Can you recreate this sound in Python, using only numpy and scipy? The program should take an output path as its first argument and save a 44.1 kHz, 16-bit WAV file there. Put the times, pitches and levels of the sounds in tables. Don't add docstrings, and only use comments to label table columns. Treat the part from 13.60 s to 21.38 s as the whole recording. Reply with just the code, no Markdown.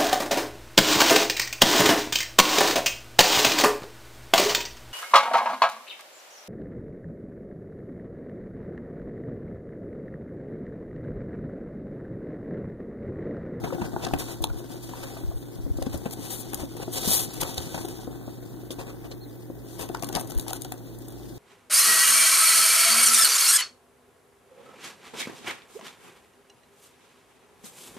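import sys
import numpy as np
from scipy import signal
from scipy.fft import rfft, irfft, next_fast_len
from scipy.io import wavfile

SR = 44100
rng = np.random.default_rng(int(sys.argv[2]) if len(sys.argv) > 2 else 0)


def to_wav(sig):
    pcm = np.clip(np.atleast_2d(sig), -1, 1) * 32767
    pcm = np.round(pcm).astype(np.int16)
    wavfile.write(sys.argv[1], SR, pcm.T)


def gain_from_db(level_db):
    decades = np.asarray(level_db, float) / 20
    return 10 ** decades


N = 343142
SIZE = next_fast_len(N + SR // 10, real=True)
HZ = np.fft.rfftfreq(SIZE, 1 / SR)


def evened(x):
    return x / np.sqrt(np.mean(x ** 2) + 1e-20)


def read(points, hz):
    f, value = np.transpose(points)
    return np.interp(np.log(hz + 1), np.log(f + 1), value)


def add(mix, s, sound):
    part = mix[..., max(round(s * SR), 0):][..., :sound.shape[-1]]
    part += sound[..., :part.shape[-1]]


def filtered(x, response):
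    return irfft(rfft(x, SIZE) * response, SIZE)[..., :N]


def late(ms):
    return np.exp(-2j * np.pi * HZ * ms / 1000)


def drift(hz):
    return evened(filtered(rng.standard_normal(N), 1 / (1 + (HZ / hz) ** 2)))


def grains(per_s, spread_db):
    swell_db = spread_db * np.minimum(rng.exponential(1, N), 3.8)
    size = gain_from_db(swell_db) * np.clip(rng.standard_normal(N), -2.2, 2.2)
    return size * (rng.random(N) < per_s / SR)


def to_ports(near, far, lag_ms):
    # frequency in Hz, level in dB.
    shade_curve = [(60, -1.5), (120, 3), (300, -0.5), (1000, 2), (2000, 3.5), (6000, -5.5), (9000, -3),
                   (15000, -3)]
    return np.array([near, filtered(far, gain_from_db(read(shade_curve, HZ)) * late(lag_ms))])


def air():
    # frequency in Hz, level in dB per Hz.
    wash_curve = [(25, -7), (42, -10), (53, 10), (70, -20), (170, -7.5), (330, 6), (480, -6.5), (900, -21),
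                  (1200, -30), (2500, -23.5), (4000, -39), (9000, -27), (12000, -21.5), (15500, -18.5)]
    # frequency in Hz, correlation from 0 to 1.
    likeness_curve = [(30, 0.97), (120, 1), (400, 0.8), (1200, 0.48), (3000, 0.15), (8000, 0.041)]
    wash_db, hum_db, hum_hz = -47, -48.5, 120
    a, b = rng.standard_normal((2, N))
    same = np.clip(read(likeness_curve, HZ), 0, 1)
    colour = gain_from_db(read(wash_curve, HZ))
    near = filtered(a, colour)
    far = filtered(a, colour * same) + filtered(b, colour * np.sqrt(1 - same ** 2))
    swell = gain_from_db(wash_db + 0.5 * drift(23.0)) / np.std(near)
    phase = 2 * np.pi * hum_hz * np.arange(N) / SR + 0.53 * drift(11.6)
    hum = gain_from_db(hum_db + 0.21 * drift(0.59)) * np.sin(phase)
    return to_ports(swell * near + hum, swell * far + hum, lag_ms=0.041)


def bird():
    # time in seconds, pitch in Hz, level in dB.
    chirp_tables = [
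        [(5.025, 3700, -89), (5.045, 4550, -81), (5.08, 3570, -69)],
        [(5.58, 3680, -68), (5.603, 3900, -54), (5.617, 4300, -38), (5.634, 4270, -39), (5.66, 3500, -56)],
    ]
    out = np.zeros(N)
    for rows in chirp_tables:
        s, hz, db = np.transpose(rows)
        t = np.arange(s[0], s[-1], 1 / SR)
        tone = np.sin(2 * np.pi * np.cumsum(np.interp(t, s, hz)) / SR)
        add(out, s[0], gain_from_db(np.interp(t, s, db)) * tone * signal.windows.tukey(len(t), 0.2))
    out *= gain_from_db(-11 + 4 * drift(150))
    return to_ports(out, out, lag_ms=0.069)


def puffs():
    # centre in seconds, peak in dB, width in ms.
    puff_table = [(0.346, -28, 3.9), (0.818, -23.5, 10), (0.876, -34, 11.4), (0.916, -24, 17),
                  (0.964, -31, 15), (1.649, -25, 11), (1.689, -22, 12), (1.761, -25, 15), (1.963, -36, 6.2),
                  (2.001, -30, 12), (2.052, -24.5, 14), (2.114, -18.5, 7.9), (2.169, -26, 14),
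                  (2.225, -26, 12), (2.308, -34, 12), (2.351, -31, 2.6), (3.832, -41, 5),
                  (6.775, -17.5, 13.7)]
    t, out = np.arange(-2600, 2600) / SR, np.zeros((2, N))
    for s, db, width_ms in puff_table:
        u = t * 2000 / width_ms
        add(out[0], s + t[0], -gain_from_db(db - 9.5) * (1 - u ** 2) * np.exp(-u ** 2 / 2))
    return out


def cracks():
    # start in seconds, peak in dB, time to fall 60 dB in ms.
    crack_table = [(.0395, -38, 8), (.218, -36, 8), (.4675, -27, 6), (0.536, -29, 7), (0.841, -18, 10),
                   (2.225, -36, 6), (2.459, -38, 6), (2.944, -32, 6), (3.814, -28, 8), (3.979, -30, 6),
                   (4.145, -37, 14), (5.105, -36, 6), (6.347, -29, 4.5), (6.4245, -39, 6), (6.797, -28, 7),
                   (6.8805, -32, 8), (7.0195, -32, 6), (7.0475, -33, 6), (7.121, -35, 8.6)]
    # frequency in Hz, level in dB per Hz.
    crack_curve = [(500, -27), (1500, -20), (2600, -9), (5000, 4), (7500, -1), (12000, -2), (16000, -10)]
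    t_ms, out = np.arange(600) / SR * 1000, np.zeros(N)
    for s, db, t60_ms in crack_table:
        burst = rng.uniform(-1.1, 1, len(t_ms))
        add(out, s, gain_from_db(db - 60 * t_ms / max(t60_ms, 2)) * burst)
    out = filtered(out, gain_from_db(read(crack_curve, HZ)))
    return to_ports(out, gain_from_db(-14) * out, lag_ms=0.27)


def knocks():
    # start in seconds, peak in dB, pitch in Hz.
    wall_blows = [(0.039, -23, 219), (.2175, -17.5, 210), (0.363, -17, 345), (0.4667, -25.5, 255),
                  (0.5357, -16, 303), (0.539, -30.5, 80.6), (2.344, -26, 75.5), (3.02, -32.5, 69.4),
                  (3.82, -32.5, 78.4), (3.98, -31, 80), (0.805, -27, 326), (2.063, -25, 284),
                  (2.186, -20.5, 330), (2.267, -15, 250), (2.342, -20.5, 300), (2.46, -19, 236),
                  (2.591, -26.5, 280), (2.996, -27, 357), (3.034, -21.5, 299), (3.151, -29, 354),
                  (3.199, -24, 414), (3.279, -19.5, 352), (3.475, -16.5, 214), (4.118, -45, 358),
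                  (4.247, -22.5, 377), (4.476, -21.5, 308), (4.678, -21.5, 322), (5.105, -24, 310),
                  (5.186, -27.5, 375), (5.9, -24.5, 319), (6.192, -35, 384), (6.298, -19, 360),
                  (6.501, -30, 370), (6.527, -29, 357)]
    # start in seconds, peak in dB, pitch in Hz.
    flap_taps = [(.074, -29, 940), (.125, -18.5, 523), (.363, -15.5, 835), (0.841, -17.5, 875),
                 (1.335, -27.5, 970), (1.567, -30, 670), (1.714, -34, 674), (2.22, -22, 544),
                 (3.82, -20.5, 900), (6.3465, -20.5, 904), (6.348, -20, 1390), (6.4245, -24, 704),
                 (0.8397, -12, 3330), (0.839, -12, 3880), (3.979, -17, 3860), (5.106, -19.5, 3380),
                 (5.514, -35, 4180), (6.909, -24, 745), (7.12, -28.5, 725), (.016, -35, 813),
                 (.04, -22, 670), (.104, -28.5, 1310), (.182, -28.5, 750), (.219, -28, 930),
                 (.24, -32, 623), (.339, -30, 674), (0.399, -32, 875), (.437, -35, 650), (.467, -21.5, 694),
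                 (.51, -26, 830), (.5365, -24, 860), (0.899, -32, 1420), (4.146, -26, 2550),
                 (4.176, -29, 910), (4.19, -34, 880), (5.52, -29, 4120), (5.52, -43, 2920),
                 (6.498, -31, 800), (6.556, -25, 830), (6.566, -23, 970), (6.571, -21, 750),
                 (6.576, -23, 910), (6.581, -27, 660), (6.7, -38, 784), (6.719, -41, 1320),
                 (6.865, -32.5, 880), (6.931, -27, 1470), (7.05, -31, 750)]
    t, out = np.arange(6000) / SR, np.zeros(N)
    onset = 1 - np.exp(-t / 0.00059)
    for s, db, hz in wall_blows + flap_taps:
        t60 = 0.049 * (hz / 300) ** -0.57 * gain_from_db(-0.27 * (db + 27.5))
        detune = (1, *rng.uniform(0.845, 1.1, 2))
        ring = np.zeros(len(t))
        for ratio, mode_db, shift in zip((1, 1.8, 3.3), (0, -5, -15), detune):
            decay_db = mode_db * (1 + hz / 1500) - 60 * t * ratio ** 0.45 / max(t60, 0.01)
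            ring += gain_from_db(decay_db) * np.sin(2 * np.pi * hz * ratio * shift * t)
        add(out, s, gain_from_db(db - 3.0) * ring * onset)
    return to_ports(out, out, lag_ms=0.23)


def with_skids(contacts, rise_fall_ms, haste):
    rows = []
    for s, db, top, rasp in contacts:
        lengths = np.array(rise_fall_ms) * gain_from_db(-haste * (db + 37.5))
        rows += [(s, db, *lengths, top, rasp)]
        for a, b, c in rng.uniform(-0.91, 1, (3, 3)):
            rows += [(s + 0.027 * (a + 0.5), db - 18 + 4 * b, *lengths, top + 8 * c, rasp)]
    return rows


def strokes():
    # peak time in seconds, peak in dB, rise in ms, fall in ms, card rasp in dB.
    card_drags = [(.039, -45.5, 1.7, 25, 15), (0.252, -46, 12, 13, 12), (0.429, -42, 22, 42, 9),
                  (0.588, -34.5, 3, 15, -10), (0.604, -31.5, 12, 24, -1.5), (0.718, -39, 91, 23, -1),
                  (.989, -43.5, 21, 19, -4), (1.123, -44, 24, 23, -2), (1.364, -44.5, 69, 140, 2),
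                  (1.439, -40.5, 14, 10, 5), (1.471, -45, 14, 156, 0), (1.573, -51.5, 9.8, 6.2, 10.5),
                  (2.342, -36, 15, 15.4, 1.5), (2.457, -43.5, 1.5, 12.5, 14.5), (3.001, -36.5, 13, 30, 0),
                  (3.231, -38.5, 24, 8.3, 4.5), (3.835, -25.5, 6.8, 1.3, 3.5), (3.85, -45, 8, 7.9, 12.5),
                  (3.907, -37.5, 180, 17, -2), (5.45, -53, 12, 15, 11.5), (.13, -52.5, 4, 21, 17.5),
                  (5.194, -42, 8.3, 33, 6.5), (5.294, -51.5, 30, 30, 10.5), (5.467, -56.5, 49, 7.9, 11.5),
                  (6.198, -35.5, 7.9, 2.1, 1.5), (6.215, -33.5, 21, 33.6, -2), (6.568, -39.5, 21, 12, 11.5)]
    # peak time in seconds, peak in dB, rise in ms, fall in ms, top end in dB.
    foam_slides = [(1.232, -41.5, 6.8, 28, 1.5), (1.793, -54, 53, 47, 14), (2.537, -32, 16, 2.9, 6),
                   (2.652, -36, 48, 98, 0), (2.71, -29, 8.5, 57, 5), (2.81, -37, 43, 9.9, 13),
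                   (3.335, -30.5, 13, 34, 5), (3.38, -27.5, 27, 15, 0), (3.41, -37, 22, 22, 6),
                   (3.45, -30, 38, 23, -2), (3.476, -22.5, 3, 38, 4.5), (3.543, -18.5, 61, 55, 7.5),
                   (3.594, -24, 2.6, 20, 4), (3.638, -31.5, 19, 27, 5), (3.739, -36, 4, 6.5, 8),
                   (3.816, -20.5, 8, 4, 4.5), (3.979, -29.5, 9, 8, -3.5), (.447, -41, 16, 8.6, -14),
                   (5.108, -35, 2.9, 24, 0), (5.517, -46.5, 6.9, 13, -13.5), (6.146, -45.5, 45, 19, 1),
                   (6.561, -38, 22, 9.8, -8), (6.605, -42, 13, 1.6, 4), (6.895, -38.5, 22, 16, -6),
                   (6.96, -36.5, 34, 12, 2)]
    # time in seconds, peak in dB, top end in dB, card rasp in dB.
    crease_snaps = [(.218, -45.5, -13.5, 18.5), (.4495, -34.5, -19, -6), (.4684, -37.5, -10, 14),
                    (.5378, -34.5, -2, 15.5), (.822, -38, 18, -15), (.828, -47, -10, -15),
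                    (.8416, -17.5, 5, -2), (1.2931, -42.5, -3, 3), (2.1726, -41, 2, -23),
                    (2.2249, -31, -4, -0.5), (2.2654, -47, -18, 8.5), (2.3756, -37, 11, -19),
                    (2.5103, -30, 1, -16), (2.9343, -33, 12, 6), (2.9448, -19.5, 12, -25),
                    (3.1683, -40.5, 5, 2), (3.4591, -34, -16, -10), (3.9805, -20, -10.5, -12),
                    (4.1466, -39.5, -22, 13), (4.178, -51, -1, 17.5), (3.9445, -35, -3, -11),
                    (4.2035, -43, 7, 1), (4.217, -39, 9, -21), (4.234, -49, 14, -15), (4.2543, -44, 9, -5),
                    (4.2863, -35, 6, 0)]
    # time in seconds, peak in dB, top end in dB, card rasp in dB.
    peanut_landings = [(6.2902, -36, 1, 0), (6.3486, -30.5, -10, 3.5), (6.4254, -28, -2, -10),
                       (6.4354, -33, 12, 7.5), (6.4449, -24, 1, -13), (6.4898, -26, 1, -4.5),
                       (6.5287, -29, 0, -6), (6.5521, -20.5, -9, -24), (6.561, -24, -13, -15),
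                       (6.3965, -42, -10, -13), (6.569, -29, 8, -10), (6.597, -27.5, 2, -6),
                       (6.603, -31, 10, -11), (6.6115, -28.5, 12, -5), (6.6753, -41, 16, -19),
                       (6.7013, -34, 16, -9), (6.7083, -28, -5, -23), (6.7202, -29.5, 4, -5),
                       (6.7497, -36, 3, -9), (6.7786, -34, 3, -18), (6.7861, -34, 16, 0),
                       (6.7976, -24, 5, -13), (6.812, -35, 14, -23), (6.8824, -25, 3, -6.5),
                       (6.9068, -26, 0, -23), (6.9327, -21, 6, -4), (7.0205, -23.5, 9, -36),
                       (7.0485, -27.5, -2, -13), (7.1223, -30, 7, -0.5), (7.3882, -45.5, 19, -12),
                       (7.485, -38.5, 17, -18)]
    rows = [(*row, -0.31 * rasp, rasp) for *row, rasp in card_drags]
    rows += [(*row, top, -6.5 - 0.97 * top) for *row, top in foam_slides]
    rows += with_skids(crease_snaps, rise_fall_ms=(2.4, 5.2), haste=0.6)
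    rows += with_skids(peanut_landings, rise_fall_ms=(2.3, 2.3), haste=0.16)
    return rows


def ticks():
    half = SR // 5
    t_ms, power = np.arange(-half, half) / SR * 1000, np.zeros((3, N))
    bend = np.where(t_ms < 0, 1.6, 1.75)
    for s, db, rise_ms, fall_ms, top_db, card_db in strokes():
        length_ms = np.maximum(np.where(t_ms < 0, rise_ms, fall_ms), 0.3)
        shape_db = -8 * abs(t_ms / length_ms) ** bend
        layers_db = db + np.array([[-3.5 - top_db / 2], [top_db / 2], [card_db]])
        skip = max(half - round(s * SR), 0)
        add(power, s + t_ms[0] / 1000, gain_from_db(2 * (layers_db + shape_db))[:, skip:])
    return power


def rubbing():
    # time in seconds, hiss in dB, box rumble in dB,
    # far microphone in dB, lean toward the phone's end in dB.
    rub_table = [(0.0, -51, -42, 8.5, 2.5), (1.32, -50, -52, 5, 1), (2.1, -54.5, -51.5, 6.5, 1.5),
                 (2.62, -43.5, -50.5, -2.5, 2), (3.29, -49, -51, 5, 1), (3.47, -44.5, -50.5, 7, 0),
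                 (4.18, -38.5, -46, 1, 0.5), (4.57, -54.5, -49.5, 4, -1.5), (5.89, -59.5, -56.5, 8, 3.5),
                 (6.61, -46, -47, -11, 3.5), (7.32, -54.5, -55, 4.5, -0.5), (7.78, -49.5, -52.5, 6, 3.5)]
    # frequency in Hz, level in dB per Hz.
    foam_curve = [(1500, -39), (2050, -10), (2600, -9.5), (3500, 2), (5200, 2.5), (6600, 4), (7800, -2),
                  (9000, 2), (11000, 1.5), (13000, -2), (14900, -2), (15200, -9.5)]
    card_curve = [(300, -0.5), (600, -1), (900, 0), (1450, -2), (2050, -16.5), (2600, -5), (4000, -36)]
    box_curve = [(45, -56), (100, -1.5), (200, -3.5), (330, 6), (500, -11), (850, -9.5), (1150, -14),
                 (1450, -12), (2200, -33.5), (3500, -31.5)]
    s, *columns = np.transpose(rub_table)
    hiss_db, body_db, far_db, lean_db = (np.interp(np.arange(N) / SR, s, c) for c in columns)
    pressed = ticks()
    idle = gain_from_db(2 * (hiss_db + np.array([[-3.5], [-3.2], [-9]])))
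    upper = 1 / (1 + (7500 / (HZ + 1)) ** 6)
    foam_colour, box_colour = gain_from_db(read(foam_curve, HZ)), gain_from_db(read(box_curve, HZ))
    colours = np.array([foam_colour * (1 - upper), foam_colour * upper, gain_from_db(read(card_curve, HZ))])
    lean = gain_from_db(np.arange(-1, 2)[:, None] * lean_db)
    shares = lean / np.sqrt((lean ** 2).mean(0))
    out = np.zeros((2, N))
    for lag_ms, share in zip((0.26, 0.33, 0.38), shares):
        slips = grains(per_s=7300, spread_db=1.0)
        clumps_db = 2.1 * drift(99) + 3.3 * drift(17)
        hiss, top, card = np.sqrt(pressed * gain_from_db(0.9 * clumps_db) + idle * gain_from_db(2 * clumps_db))
        lumps = gain_from_db(1.8 * np.interp(HZ, np.linspace(0, SR / 2, 32), rng.standard_normal(32)))
        foam, fizz, rasp = map(evened, filtered(slips, colours * lumps))
        bright = hiss * foam + top * fizz
        dull = gain_from_db(-0.04) * card * rasp
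        dull += gain_from_db(body_db + 7.0) * evened(filtered(grains(per_s=700, spread_db=4.5), box_colour))
        shaded = hiss * foam + gain_from_db(-11) * top * fizz
        under = filtered(shaded, 1 / (1 + (HZ / 3300) ** 8))
        far = gain_from_db(4.5) * under + gain_from_db(far_db) * (shaded - under) + dull
        out += share * to_ports(bright + dull, far, lag_ms)
    return gain_from_db(-9.5) * out


def walls(x):
    # frequency in Hz, time to fall 60 dB in seconds.
    decay_curve = [(200, 0.2), (1000, 0.18), (5000, 0.083), (15000, 0.047)]
    taps = np.zeros((2, SR // 2))
    at = np.arange(120, SR // 2 - 20, 20)
    at = at + rng.integers(0, 20, (2, len(at)))
    np.put_along_axis(taps, at, rng.choice([-1., 1.], at.shape), 1)
    taps[1] = 0.32 * taps[0] + 1.0 * taps[1]
    hz, t, z = signal.stft(taps, SR, nperseg=256)
    tail = signal.istft(z * gain_from_db(-60 * t / read(decay_curve, hz)[:, None]), SR, nperseg=256)[1]
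    return signal.fftconvolve(x[None], tail / np.linalg.norm(tail[0]), axes=1)[:, :N]


def scene():
    mouth = 1 - 0.13 * late(0.92) / (1 + (HZ / 5500) ** 4)
    close = filtered(rubbing(), mouth) + knocks() + cracks() + bird()
    return close + gain_from_db(-14) * walls(close[0]) + puffs() + air()


def joint_stereo(x):
    band_edges = np.r_[0, 96:144:12, 144:192:16, 196, 216, 240, 264, 292, 320, 352, 384]
    sum_and_difference = np.array([x[0] + x[1], x[0] - x[1]]) / 2
    z = signal.stft(sum_and_difference, SR, nperseg=2048, noverlap=1024)[2]
    power = np.add.reduceat(abs(z) ** 2, band_edges, axis=1)
    total = power[:, 1:].sum((0, 1))
    calm = total < gain_from_db(26) * np.roll(total, 1)
    margin = gain_from_db(np.where(band_edges < 190, -3, -6))[:, None]
    weak = (power < power[::-1] * margin) & calm
    weak[:, [0, -1]] = False
    z *= np.repeat(~weak, np.diff(np.r_[band_edges, z.shape[1]]), axis=1)
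    mid, side = signal.istft(z, SR, nperseg=2048, noverlap=1024)[1][:, :N]
    return np.array([mid + side, mid - side])


def roll_off(x):
    return signal.sosfilt(signal.butter(12, 16650, fs=SR, output="sos"), x)


def record(dry):
    # frequency in Hz, level in dB.
    cross_curve = [(30, -2.5), (110, -1.5), (1300, -2.5), (2500, -5), (5000, -6.5), (8000, -12.5),
                   (11000, -7), (15000, -42)]
    aimed = dry - filtered(dry[::-1], gain_from_db(read(cross_curve, HZ)) * late(0.3802))
    lift = np.sqrt(1 + (500 / np.maximum(HZ, 100)) ** 2) / (1 + (14 / (HZ + 1)) ** 2)
    edge = 1 / (1 + (HZ / 15600) ** 400)
    mix = joint_stereo(filtered(aimed, lift * edge))
    return roll_off(mix)


dry = scene()
out = record(dry)
to_wav(out)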